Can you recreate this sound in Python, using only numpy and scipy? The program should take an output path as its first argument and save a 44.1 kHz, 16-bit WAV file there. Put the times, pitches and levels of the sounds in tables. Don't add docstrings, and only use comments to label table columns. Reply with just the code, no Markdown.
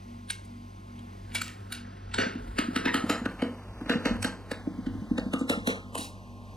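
import sys
import numpy as np
from scipy import signal
from scipy.fft import rfft, irfft
from scipy.io import wavfile
from scipy.ndimage import uniform_filter1d

SR = 44100
rng = np.random.default_rng(int(sys.argv[2]) if len(sys.argv) > 2 else 0)


def int16_out(signal):
    q = np.round(np.clip(np.atleast_2d(signal).T, -1, 1) * 32767)
    wavfile.write(sys.argv[1], SR, q.astype(np.int16))


N = 289296
T = np.arange(N) / SR


# pitch_hz, level_db_rms
HUM = [(48.8, -54), (97.6, -48), (193.8, -57), (1061, -61.5)]
# freq_hz, density_db_per_hz
FAN = [(20, -100), (33, -95), (70, -75), (140, -79.5), (190, -75.5), (320, -81.5), (450, -84), (850, -84),
       (1300, -90.5), (2000, -95.5), (3000, -99), (4600, -103), (7000, -110), (9000, -111), (15500, -123)]
# centre_hz, width_hz, boost_db
WHISTLES = [(4800, 24, 13), (6030, 79, 13.5), (8400, 150, 4.5), (9000, 120, 1), (9500, 80, -2),
            (12400, 300, 9)]
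# centre_s, level_db
LEANS = [(1.3, -47), (1.65, -46.5), (2.15, -40.5), (2.5, -38), (3.27, -44), (3.78, -40), (4.16, -37.5),
         (4.96, -39), (5.18, -43.5), (5.56, -49)]
LEAN_S, RUMBLE_DB = 0.094, -72.5

# time_s, level_db
CHURN = [(0, -89), (.9, -60.5), (1.85, -56.5), (2.9, -43), (3.65, -56.5), (4, -46.5), (4.5, -56),
         (5.8, -66.5), (6.56, -88)]
# freq_hz, gain_db
PASTE = [(150, 4), (330, 10), (800, 3.5), (1500, 0.5), (2500, -11), (4500, -15), (6500, -26), (9000, -19),
         (12000, -27.5), (16000, -35)]

# freq_hz, t60_s
DECAY = [(150, 0.64), (400, 0.35), (1000, 0.43), (2700, 0.31), (7000, 0.33), (15000, 0.13)]

# freq_hz, gain_db
STEEL = [(200, -4.5), (400, 7.5), (700, 0), (1100, -7.5), (1500, 5), (2200, -5), (4400, -11), (5300, -18),
         (7500, -15), (9300, -17), (11500, -21.5), (16000, -32)]
# centre_hz, width_hz, boost_db
BLADE = [(500, 103, 9.5), (648, 75, 4), (864, 76, 5), (1265, 65, 8.5), (1540, 89, -3), (1860, 310, 5.5),
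         (2150, 41, 5.5), (2680, 660, 4), (3870, 140, 3.5), (4400, 540, 2.5), (2280, 27, 2.5),
         (2520, 40, 1), (2746, 99, 4), (2860, 49, 4.5), (3320, 36, -0.5), (3570, 47, 1.5), (4890, 78, 2),
         (6190, 110, 2.5), (7200, 130, 4), (8580, 190, 5), (9030, 120, 3), (9350, 520, 2.5),
         (10950, 390, 4), (12800, 210, 3)]
# centre_hz, width_hz, boost_db
FREE_BLADE = [(980, 120, 7.5), (1540, 130, 1.5), (2300, 120, 10), (3300, 83, 6), (3900, 140, 8.5),
              (4400, 160, 10.5), (5010, 160, 9), (6500, 200, 5), (7200, 260, 1), (8050, 140, 3),
              (9000, 160, 8), (9730, 250, 7.5), (12100, 300, 1)]

# start_s, length_s, level_db, chatter_hz, width_hz
SCRAPES = [(0.62, 0.13, -85, 1700, 1200), (0.88, 0.2, -69, 1600, 1500), (1.06, 0.15, -69, 1800, 1000),
           (0.3, 0.057, -46, 3500, 7500), (1.311, 0.03, -56, 2420, 3400), (0.978, 0.029, -69, 3200, 500),
           (1.349, 0.039, -38.5, 3600, 6900), (1.423, 0.12, -49.5, 4000, 8200),
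           (1.425, 0.051, -57, 7600, 700), (1.443, 0.079, -55.5, 1250, 600),
           (1.475, 0.064, -53, 2000, 2000), (1.733, 0.069, -51, 3170, 6000), (1.7, 0.06, -56, 1400, 600),
           (1.837, 0.083, -58.5, 1450, 790), (1.96, 0.13, -70, 1700, 700), (2.201, 0.057, -47, 4900, 1600),
           (4.259, 0.023, -48, 5400, 2500), (2.111, 0.027, -54.5, 2100, 3500),
           (2.56, 0.03, -58, 1800, 3000), (5.175, 0.058, -43.5, 640, 300), (5.685, 0.054, -40, 2500, 1600),
           (5.503, 0.05, -39.5, 2750, 400), (3.428, 0.044, -53, 484, 270), (5.925, 0.022, -51, 610, 1100),
           (2.197, 0.16, -45.5, 1800, 4300), (2.859, 0.074, -35.5, 1880, 480),
           (2.874, 0.031, -40, 1900, 3000), (2.865, 0.04, -37.5, 920, 250), (2.6, 0.043, -45, 1080, 220),
           (3.39, 0.035, -47, 1200, 2300), (3.862, 0.04, -56, 1200, 1800), (4.062, 0.055, -41.5, 760, 690),
           (4.25, 0.045, -43, 790, 600), (5.657, 0.022, -48, 900, 1400), (3.914, 0.047, -45, 1700, 1500),
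           (5.34, 0.048, -42, 1200, 160), (5.383, 0.05, -57, 7400, 3800), (5.5, 0.041, -33.5, 465, 340),
           (5.512, 0.059, -41.5, 1360, 130), (5.676, 0.06, -38, 420, 220), (5.956, 0.043, -44.5, 840, 1060),
           (5.965, 0.12, -51, 9400, 700), (5.981, 0.12, -48, 5500, 11400), (6.043, 0.018, -48, 5470, 10000),
           (6.01, 0.049, -49.5, 3900, 660)]
SLIDE_LAG_S, SLIDE_S, SLIDE_DB, SLIDE_HZ, SLIDE_WIDTH_HZ = .006, 0.088, -11.5, 1514, 1060

# peak_s, push_db, pitch_hz
THUDS = [(2.269, -30, 240), (2.3596, -28.5, 256), (2.6889, -23, 260), (3.043, -22, 266), (3.2193, -30, 238),
         (3.82, -30.5, 278), (3.9593, -21, 221), (4.1137, -22, 238), (4.791, -27.5, 246),
         (4.955, -27.5, 263), (5.0229, -30, 204), (5.1174, -18, 256), (5.2664, -24, 250), (5.578, -26, 234),
         (5.9943, -32, 275)]
# pitch_hz, level_db (relative to the push), t60_s
PLATE = [(171, -21.5, 0.24), (196.1, -16.5, 0.36), (238, -20, 0.5), (306, -18, 0.12), (482, -27, 0.27)]
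THUD_LAG_S, THUD_HZ = 0.00562, 266
THUD_T60_S, CUSHIONED_T60_S = 0.069, 0.06

# [centre_hz, width_hz, boost_db]
CLINKS = [(0.3043, -23.5, 3.5, -25, [(1604, 110, 20), (3900, 150, 2), (8450, 200, 7), (9070, 170, 13),
          (11400, 180, 1)]), (0.452, -58.5, 11.5, -20, [(9000, 200, 4)]),
          (0.993, -50.5, -3, -26, [(3200, 200, 16)]), (1.3518, -22, 1, -16.5, [(2280, 33, 17.5),
          (3450, 130, 11), (4540, 80, -3), (9650, 90, 8)]), (1.4184, -25, 2.5, -27, [(1310, 120, 32),
          (2440, 120, 9), (4500, 130, 7), (7420, 350, 17), (12100, 400, 16), (12850, 120, 14)]),
          (1.726, -29, 4, -16, [(1470, 67, 9), (2860, 56, 13), (3900, 130, 8), (9520, 150, 13),
          (11400, 300, 7), (14030, 3000, 15)]), (2.1442, -24.5, -0.5, -16, [(915, 130, 13), (1400, 78, 6),
          (3680, 150, 12), (4330, 140, 6), (7200, 200, 15), (7900, 220, 16), (9400, 140, -3)]),
          (4.228, -28.5, 7, -18.5, [(2520, 130, 10), (4800, 110, -8), (5590, 140, 18), (8030, 320, 13),
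          (10600, 190, 15)]), (5.981, -33.5, 8, -13, [(1150, 195, 9), (9030, 190, 12)])]
# contact_s, crack_db, brightness_db, ring_on_db (relative),
# note_hz, note_db, overtone_hz, overtone_db, boom_db (lowest band), thud_db
CHOPS = [(2.187, -21, -4, -9, 1550, 10, 4400, 9.5, -1.5, -25),
         (2.589, -20, -2.5, -15.5, 1290, 11.5, 9500, -7, -3, -21),
         (2.7633, -20.5, -1, -16.5, 1284, 6.5, 7200, -7, -3.5, -22.5),
         (2.858, -20.5, -10.5, -15, 1740, 14, 2520, 6, -6, -22),
         (2.945, -20.5, 2.5, -13, 1280, 7.5, 9500, 3, -0.5, -22.5),
         (3.0996, -20, 2.5, -13, 1300, 10, 7160, 9, 1, -21.5),
         (3.259, -26, -7.5, -21.5, 1540, 40, 3100, -6, -1.5, -23.5),
         (3.423, -29, -7, -16.5, 2230, 11, 2980, 14, 4.5, -21),
         (3.863, -42.5, -12, -21, 1450, 6, 2700, -4, -2, -35),
         (3.8983, -21.5, -6.5, -12, 1560, 7.5, 3620, 9, -2, -20),
         (4.0575, -22.5, -4.5, -13, 1860, 2, 2660, -1, -1.5, -20),
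         (4.247, -22, 2, -20, 1580, 11, 3830, 3, -3.5, -24),
         (4.517, -28.5, 1.5, -19.5, 1702, 9, 2630, -15, 3, -31),
         (4.6717, -55.5, -21, -22, 606, 17, 1300, -3, 13, -22),
         (4.8674, -41.5, -10, -19, 1500, 10, 3000, 10, -6, -23.5),
         (5.183, -28, -4.5, -21, 1550, 1, 3760, 15, -2, -23),
         (5.3372, -27, 1, -19, 1290, 5, 3040, 16, 3, -22),
         (5.4122, -43, -21, -17.5, 1350, 6, 3000, -4, 3, -21.5),
         (5.499, -21, 4, -15.5, 1290, -13, 3660, 8.5, 0.5, -22),
         (5.6748, -21.5, 4, -14.5, 1410, 6, 4080, 6, 1, -21.5),
         (5.9537, -30.5, 9.5, -16, 1044, 19, 2970, 11, 8, -37)]
NOTE_WIDTH_HZ, OVERTONE_WIDTH_HZ = 110, 140
LEAD_IN_S, BLOW_HZ = .03, np.fft.rfftfreq(8192, 1 / SR) + 1
BAND_EDGES_HZ = [400, 1100, 2800, 6000, 16000]
CHOP_DB = [0.57, -0.46, -4, -12.5]
CLINK_DB = [-8, -2.6, -1.4, -6.5]
BRIGHT_SHARE = [-0.4, -0.013, 0.023, 1]

# freq_hz, lead_rad
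LEAD = [(20, 0.55), (450, 0.46), (3000, 0.69), (4800, 0.97), (7000, 0.78)]
# time_s, low_hz, high_hz, left_lead_rad
EARLY_BAND = [(0, 380, 1870, 2.51), (1.05, 370, 2140, 2.36), (1.4, 376, 1225, 2.4), (2.68, 400, 1356, 2.38),
              (3.05, 400, 550, 2.7)]
# time_s, low_hz, high_hz, left_lead_rad
LATE_BAND = [(3.1, 3430, 3760, 3.9), (3.8, 2870, 4623, 3.5), (4.08, 3100, 4250, 3.4),
             (4.44, 3320, 3950, 3.2), (4.51, 2960, 3300, 3.3), (4.6, 2460, 3450, 3.14),
             (4.8, 2300, 2890, 3.14), (5.05, 2098, 2876, 3.2), (5.12, 1996, 3500, 3.14),
             (5.45, 1530, 3300, 3.14), (5.68, 1110, 3180, 3.14), (5.83, 1410, 3100, 3.14),
             (5.961, 1154, 2450, 3.14), (6.56, 1220, 2340, 3.14)]
# time_s, low_hz, high_hz, left_lead_rad
HIGH_BAND = [(1.3, 5850, 6500, 5.3), (2.2, 5850, 6700, 4.61), (2.6, 5460, 6460, 3.4),
             (3.05, 5500, 6900, 3.2)]
# time_s, left_lead_rad
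TREBLE_LEAD = [(1.3, 1), (1.73, -1.4), (1.85, -2.5), (2.38, -2.5), (2.5, -0.7), (2.85, -2), (3, -2),
               (3.1, 1.24), (3.5, 0.2), (3.62, -1.5), (4.1, -1.5), (4.35, -1)]
TREBLE_HZ, EDGE_HZ = 6530, 15900
BASS_HZ, BASS_STEP_S = 400, 3.9


def amp(db):
    return 10 ** (np.asarray(db) / 20)


def evened(x):
    return x / np.sqrt(np.mean(x ** 2) + 1e-20)


def read(points, hz):
    f, value = np.transpose(points)
    return np.interp(np.log(hz + 1), np.log(f + 1), value)


def bumps(peaks, hz):
    return sum(db / (1 + (2 * (hz - f) / width) ** 2) for f, width, db in peaks)


def resonance(hz, centre_hz, width_hz, db):
    return np.sqrt(1 + (amp(db) ** 2 - 1) / (1 + (2 * (hz - centre_hz) / width_hz) ** 2))


def ring(x, gain):
    log_gain = np.log(np.maximum(np.r_[gain, gain[-2:0:-1]], 1e-5))
    response = np.exp(signal.hilbert(log_gain).conj())[:len(gain)]
    return irfft(rfft(x) * response)


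def add(mix, s, sound):
    part = mix[max(round(s * SR), 0):][:len(sound)]
    part += sound[:len(part)]


def clumps(count, depth_db, size):
    return amp(depth_db * evened(uniform_filter1d(rng.standard_normal(count), size)))


def grit(count, spread_db):
    loudness = np.minimum(rng.exponential(1, count), 4)
    return rng.standard_normal(count) * amp(spread_db * loudness)


def cooler(throb_hz=2.42, throb_s=0.16, drone_hz=238, drone_db=-46.5, easing_db_per_s=0.45):
    hz = np.fft.rfftfreq(N, 1 / SR)

    def noise(gain):
        return irfft(rfft(rng.standard_normal(N)) * gain, N)

    def tone(f, waver):
        wander = waver * evened(noise(np.exp(-hz / 3)))
        return np.sqrt(2) * np.sin(2 * np.pi * (f * T + rng.random()) + wander)

    hum = sum(amp(db) * tone(f, waver=0.5 * np.sqrt(f / 50)) for f, db in HUM)

    cycle = np.cos(2 * np.pi * throb_hz * (T - throb_s))
    throb = 0.45 + 0.61 * np.tanh(1.23 * cycle + 0.14)
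    drone = amp(drone_db - easing_db_per_s * T) * tone(drone_hz, waver=.35) * throb

    fan = noise(amp(read(FAN, hz) + bumps(WHISTLES, hz))) * np.sqrt(SR / 2)
    fan = fan * clumps(N, depth_db=0.7, size=9000)

    low_peak = 1 / (1 + ((hz - 50) / 13) ** 2) ** 2
    high_peak = amp(-1.0) / (1 + ((hz - 99) / 13) ** 2) ** 2
    cabinet = noise(low_peak + high_peak)
    swell = np.sqrt(uniform_filter1d(cabinet ** 2, size=8000))
    leaning = amp(RUMBLE_DB) + sum(amp(db) * np.exp(-((T - s) / LEAN_S) ** 2) for s, db in LEANS)
    return hum + drone + fan + cabinet / swell * leaning


def room(x, build_s=0.006):
    t = np.arange(SR) / SR
    taps = rng.choice([-1., 1.], SR) * (rng.random(SR) < .15) * np.clip(t / build_s - .5, 0, 1)
    hz, frames, z = signal.stft(taps, SR, nperseg=256)
    fading = amp(-60 * frames / read(DECAY, hz)[:, None])
    tail = signal.istft(z * fading, SR, nperseg=256)[1]
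    return signal.fftconvolve(x, tail / np.linalg.norm(tail))[:N]


def alternating_room(x, count=3):
    return sum(room(x * (np.floor(T * 6) % count == k)) for k in range(count))


def churn():
    grains = grit(N, spread_db=5.5) * clumps(N, depth_db=3.0, size=500)
    rub = irfft(rfft(grains) * amp(read(PASTE, np.fft.rfftfreq(N, 1 / SR))), N)
    return evened(rub) * amp(np.interp(T, *np.transpose(CHURN)))


def scrapes(size=12288, bite_s=0.0046, fade=2.18):
    t, hz, out = np.arange(size) / SR, np.fft.rfftfreq(size, 1 / SR), np.zeros(N)
    slides = [(s + SLIDE_LAG_S, SLIDE_S, db + ring_db + SLIDE_DB, SLIDE_HZ, SLIDE_WIDTH_HZ)
              for s, db, _, ring_db, *_ in CHOPS]
    blade = amp(bumps(BLADE, hz))
    for s, length_s, db, chatter_hz, width_hz in SCRAPES + slides:
        pressure = (1 - np.exp(-t / bite_s)) * np.exp(-fade * (t / length_s) ** 2)
        colour = blade / (1 + ((hz - chatter_hz) / width_hz * 2) ** 2)
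        slips = grit(size, spread_db=7.5) * clumps(size, depth_db=2.0, size=150)
        drag = ring(pressure * slips, colour)
        add(out, s, amp(db) * drag / np.linalg.norm(drag) * np.sqrt(length_s * SR))
    return out


def tail_ticks(count=14, size=512, per_s=420, fade_s=0.027, cycles=2.9, db=-16, low_hz=1200, high_hz=5200):
    t, out = np.arange(size) / SR, np.zeros(N)
    envelope = sum(amp(crack_db) * (T > s + SLIDE_LAG_S) * np.exp(-abs(T - s) / fade_s)
                   for s, crack_db, *_ in CHOPS)
    for hz in np.geomspace(low_hz, high_hz, count):
        impulses = (rng.random(N) < per_s / count / SR) * rng.uniform(-1.06, 1, N)
        tick = np.sin(2 * np.pi * hz * t) * np.exp(-hz * t / cycles)
        out += signal.oaconvolve(impulses, tick)[:N]
    return amp(db) * envelope * evened(out)


def thuds(size=16384, rise_s=0.0088, peak_s=0.0067, scatter=0.026):
    t, out = np.arange(size) / SR - peak_s, np.zeros(N)
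    swell = np.sin(np.pi / 2 * np.minimum((t + peak_s) / rise_s, 1)) ** 2
    cushioned = [(s, db, hz, CUSHIONED_T60_S) for s, db, hz in THUDS]
    under_chops = [(s + THUD_LAG_S, db, THUD_HZ * (1 + scatter * rng.standard_normal()), THUD_T60_S)
                   for s, *_, db in CHOPS]
    for s, db, hz, push_t60_s in cushioned + under_chops:
        modes = sum(-amp(mode_db - 60 * t / t60_s) * np.cos(2 * np.pi * f * t)
                    for f, mode_db, t60_s in [(hz, 0, push_t60_s)] + PLATE)
        add(out, s - peak_s, amp(db) * swell * modes)
    return out


def contact_ripple(depth_db, full_hz=5000, size=32):
    ripple = uniform_filter1d(uniform_filter1d(rng.standard_normal(len(BLOW_HZ)), size), size)
    return amp(depth_db * evened(ripple) * np.minimum(BLOW_HZ / full_hz, 1))


def burst(envelope, count=2):
    x = envelope * grit(len(envelope), spread_db=4)
    for _ in range(count):
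        x = irfft(np.exp(1j * np.angle(rfft(x))))
        x = x * envelope / np.sqrt(abs(uniform_filter1d(x ** 2, size=96)) + 1e-20)
    return x / np.linalg.norm(x)


def crack(colour, levels_db, lowest_hz, crack_s=0.0032, lead_in=0.26, lead_in_fade_s=0.012):
    t, gain = np.arange(len(BLOW_HZ) * 2 - 2) / SR - LEAD_IN_S, 0
    for db, lo, hi in zip(levels_db, [lowest_hz] + BAND_EDGES_HZ[1:], BAND_EDGES_HZ[1:]):
        band = colour / np.sqrt((1 + (lo / BLOW_HZ) ** 10) * (1 + (BLOW_HZ / hi) ** 10))
        gain = np.hypot(gain, amp(db) * evened(band))
    pre_noise = np.exp(-abs(t) / lead_in_fade_s) * (t < 0) * grit(len(t), spread_db=4.5)
    contact = burst(np.exp(-.5 * (t / crack_s) ** 2))
    blow = contact + lead_in * pre_noise / np.linalg.norm(pre_noise)
    return ring(blow, gain) * np.sqrt(0.0046 * SR)


def clinks(ripple_db=3.0):
    steel = amp(read(STEEL, BLOW_HZ) + bumps(FREE_BLADE, BLOW_HZ))
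    for s, db, bright_db, ring_db, partials in CLINKS:
        favoured = np.prod([resonance(BLOW_HZ, *partial) for partial in partials], axis=0)
        colour = steel * contact_ripple(ripple_db) * favoured
        levels_db = db + np.array(CLINK_DB) + bright_db * np.array(BRIGHT_SHARE)
        yield s, crack(colour, levels_db, lowest_hz=700, lead_in=0.19), ring_db


def chops(ripple_db=4.5):
    steel = amp(read(STEEL, BLOW_HZ) + bumps(BLADE, BLOW_HZ))
    for s, db, bright_db, ring_db, note_hz, note_db, over_hz, over_db, boom_db, _ in CHOPS:
        note = resonance(BLOW_HZ, note_hz, NOTE_WIDTH_HZ, note_db)
        overtone = resonance(BLOW_HZ, over_hz, OVERTONE_WIDTH_HZ, over_db)
        colour = steel * contact_ripple(ripple_db) * note * overtone
        levels_db = db + np.array(CHOP_DB) + bright_db * np.array(BRIGHT_SHARE)
        levels_db[0] += boom_db
        yield s, crack(colour, levels_db, lowest_hz=411), ring_db


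def scene():
    cracks, ringing = np.zeros((2, N))
    for s, sound, ring_db in [*chops(), *clinks()]:
        add(cracks, s - LEAD_IN_S, sound)
        add(ringing, s - LEAD_IN_S, sound * amp(ring_db))
    plate, drags = thuds(), scrapes() + tail_ticks() + churn()
    echoes = alternating_room(amp(7.0) * ringing + amp(-10) * plate + amp(-8.0) * drags)
    direct = amp(-3.5) * cracks + amp(1.5) * plate + amp(1.0) * drags
    mono = direct + echoes + cooler()
    return np.array([mono, mono])


def record(dry, pull=0.072, blow_db=-35, shimmer=0.035):
    hz, t, z = signal.stft(dry, SR, nperseg=1024, noverlap=768)
    f = hz[:, None]
    treble_lead = np.interp(t, *np.transpose(TREBLE_LEAD))
    steady_lead = read(LEAD, f) * ((f > BASS_HZ) | (t > BASS_STEP_S))
    lead = np.where(f > TREBLE_HZ, treble_lead, steady_lead)
    for band in EARLY_BAND, LATE_BAND, HIGH_BAND:
        s, *columns = np.transpose(band)
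        low, high, radians = (np.interp(t, s, c) for c in columns)
        inside = (f > low) & (f < high) & (t >= s[0]) & (t <= s[-1])
        lead = np.where(inside, radians, lead)

    blow = np.tanh(np.sum(abs(z[0, hz > 2000]) ** 2, axis=0) / amp(blow_db) ** 2)
    flicker = evened(uniform_filter1d(rng.standard_normal(lead.shape), size=2, axis=1))
    drawn = pull * blow * np.angle(np.exp(1j * lead))
    lead = lead - drawn + (shimmer + 0.066 * blow) * flicker

    smooth_lead = uniform_filter1d(uniform_filter1d(lead, size=3, axis=0), size=3, axis=1)
    turn = np.exp(.5j * smooth_lead)
    turned = z * np.array([turn, turn.conj()])
    wide = signal.istft(turned, SR, nperseg=1024, noverlap=768)[1][:, :N]
    lowpass = signal.firwin(511, EDGE_HZ, window=("kaiser", 9), fs=SR)
    return signal.oaconvolve(wide, lowpass[None], "same")


dry = scene()
out = record(dry)
int16_out(out)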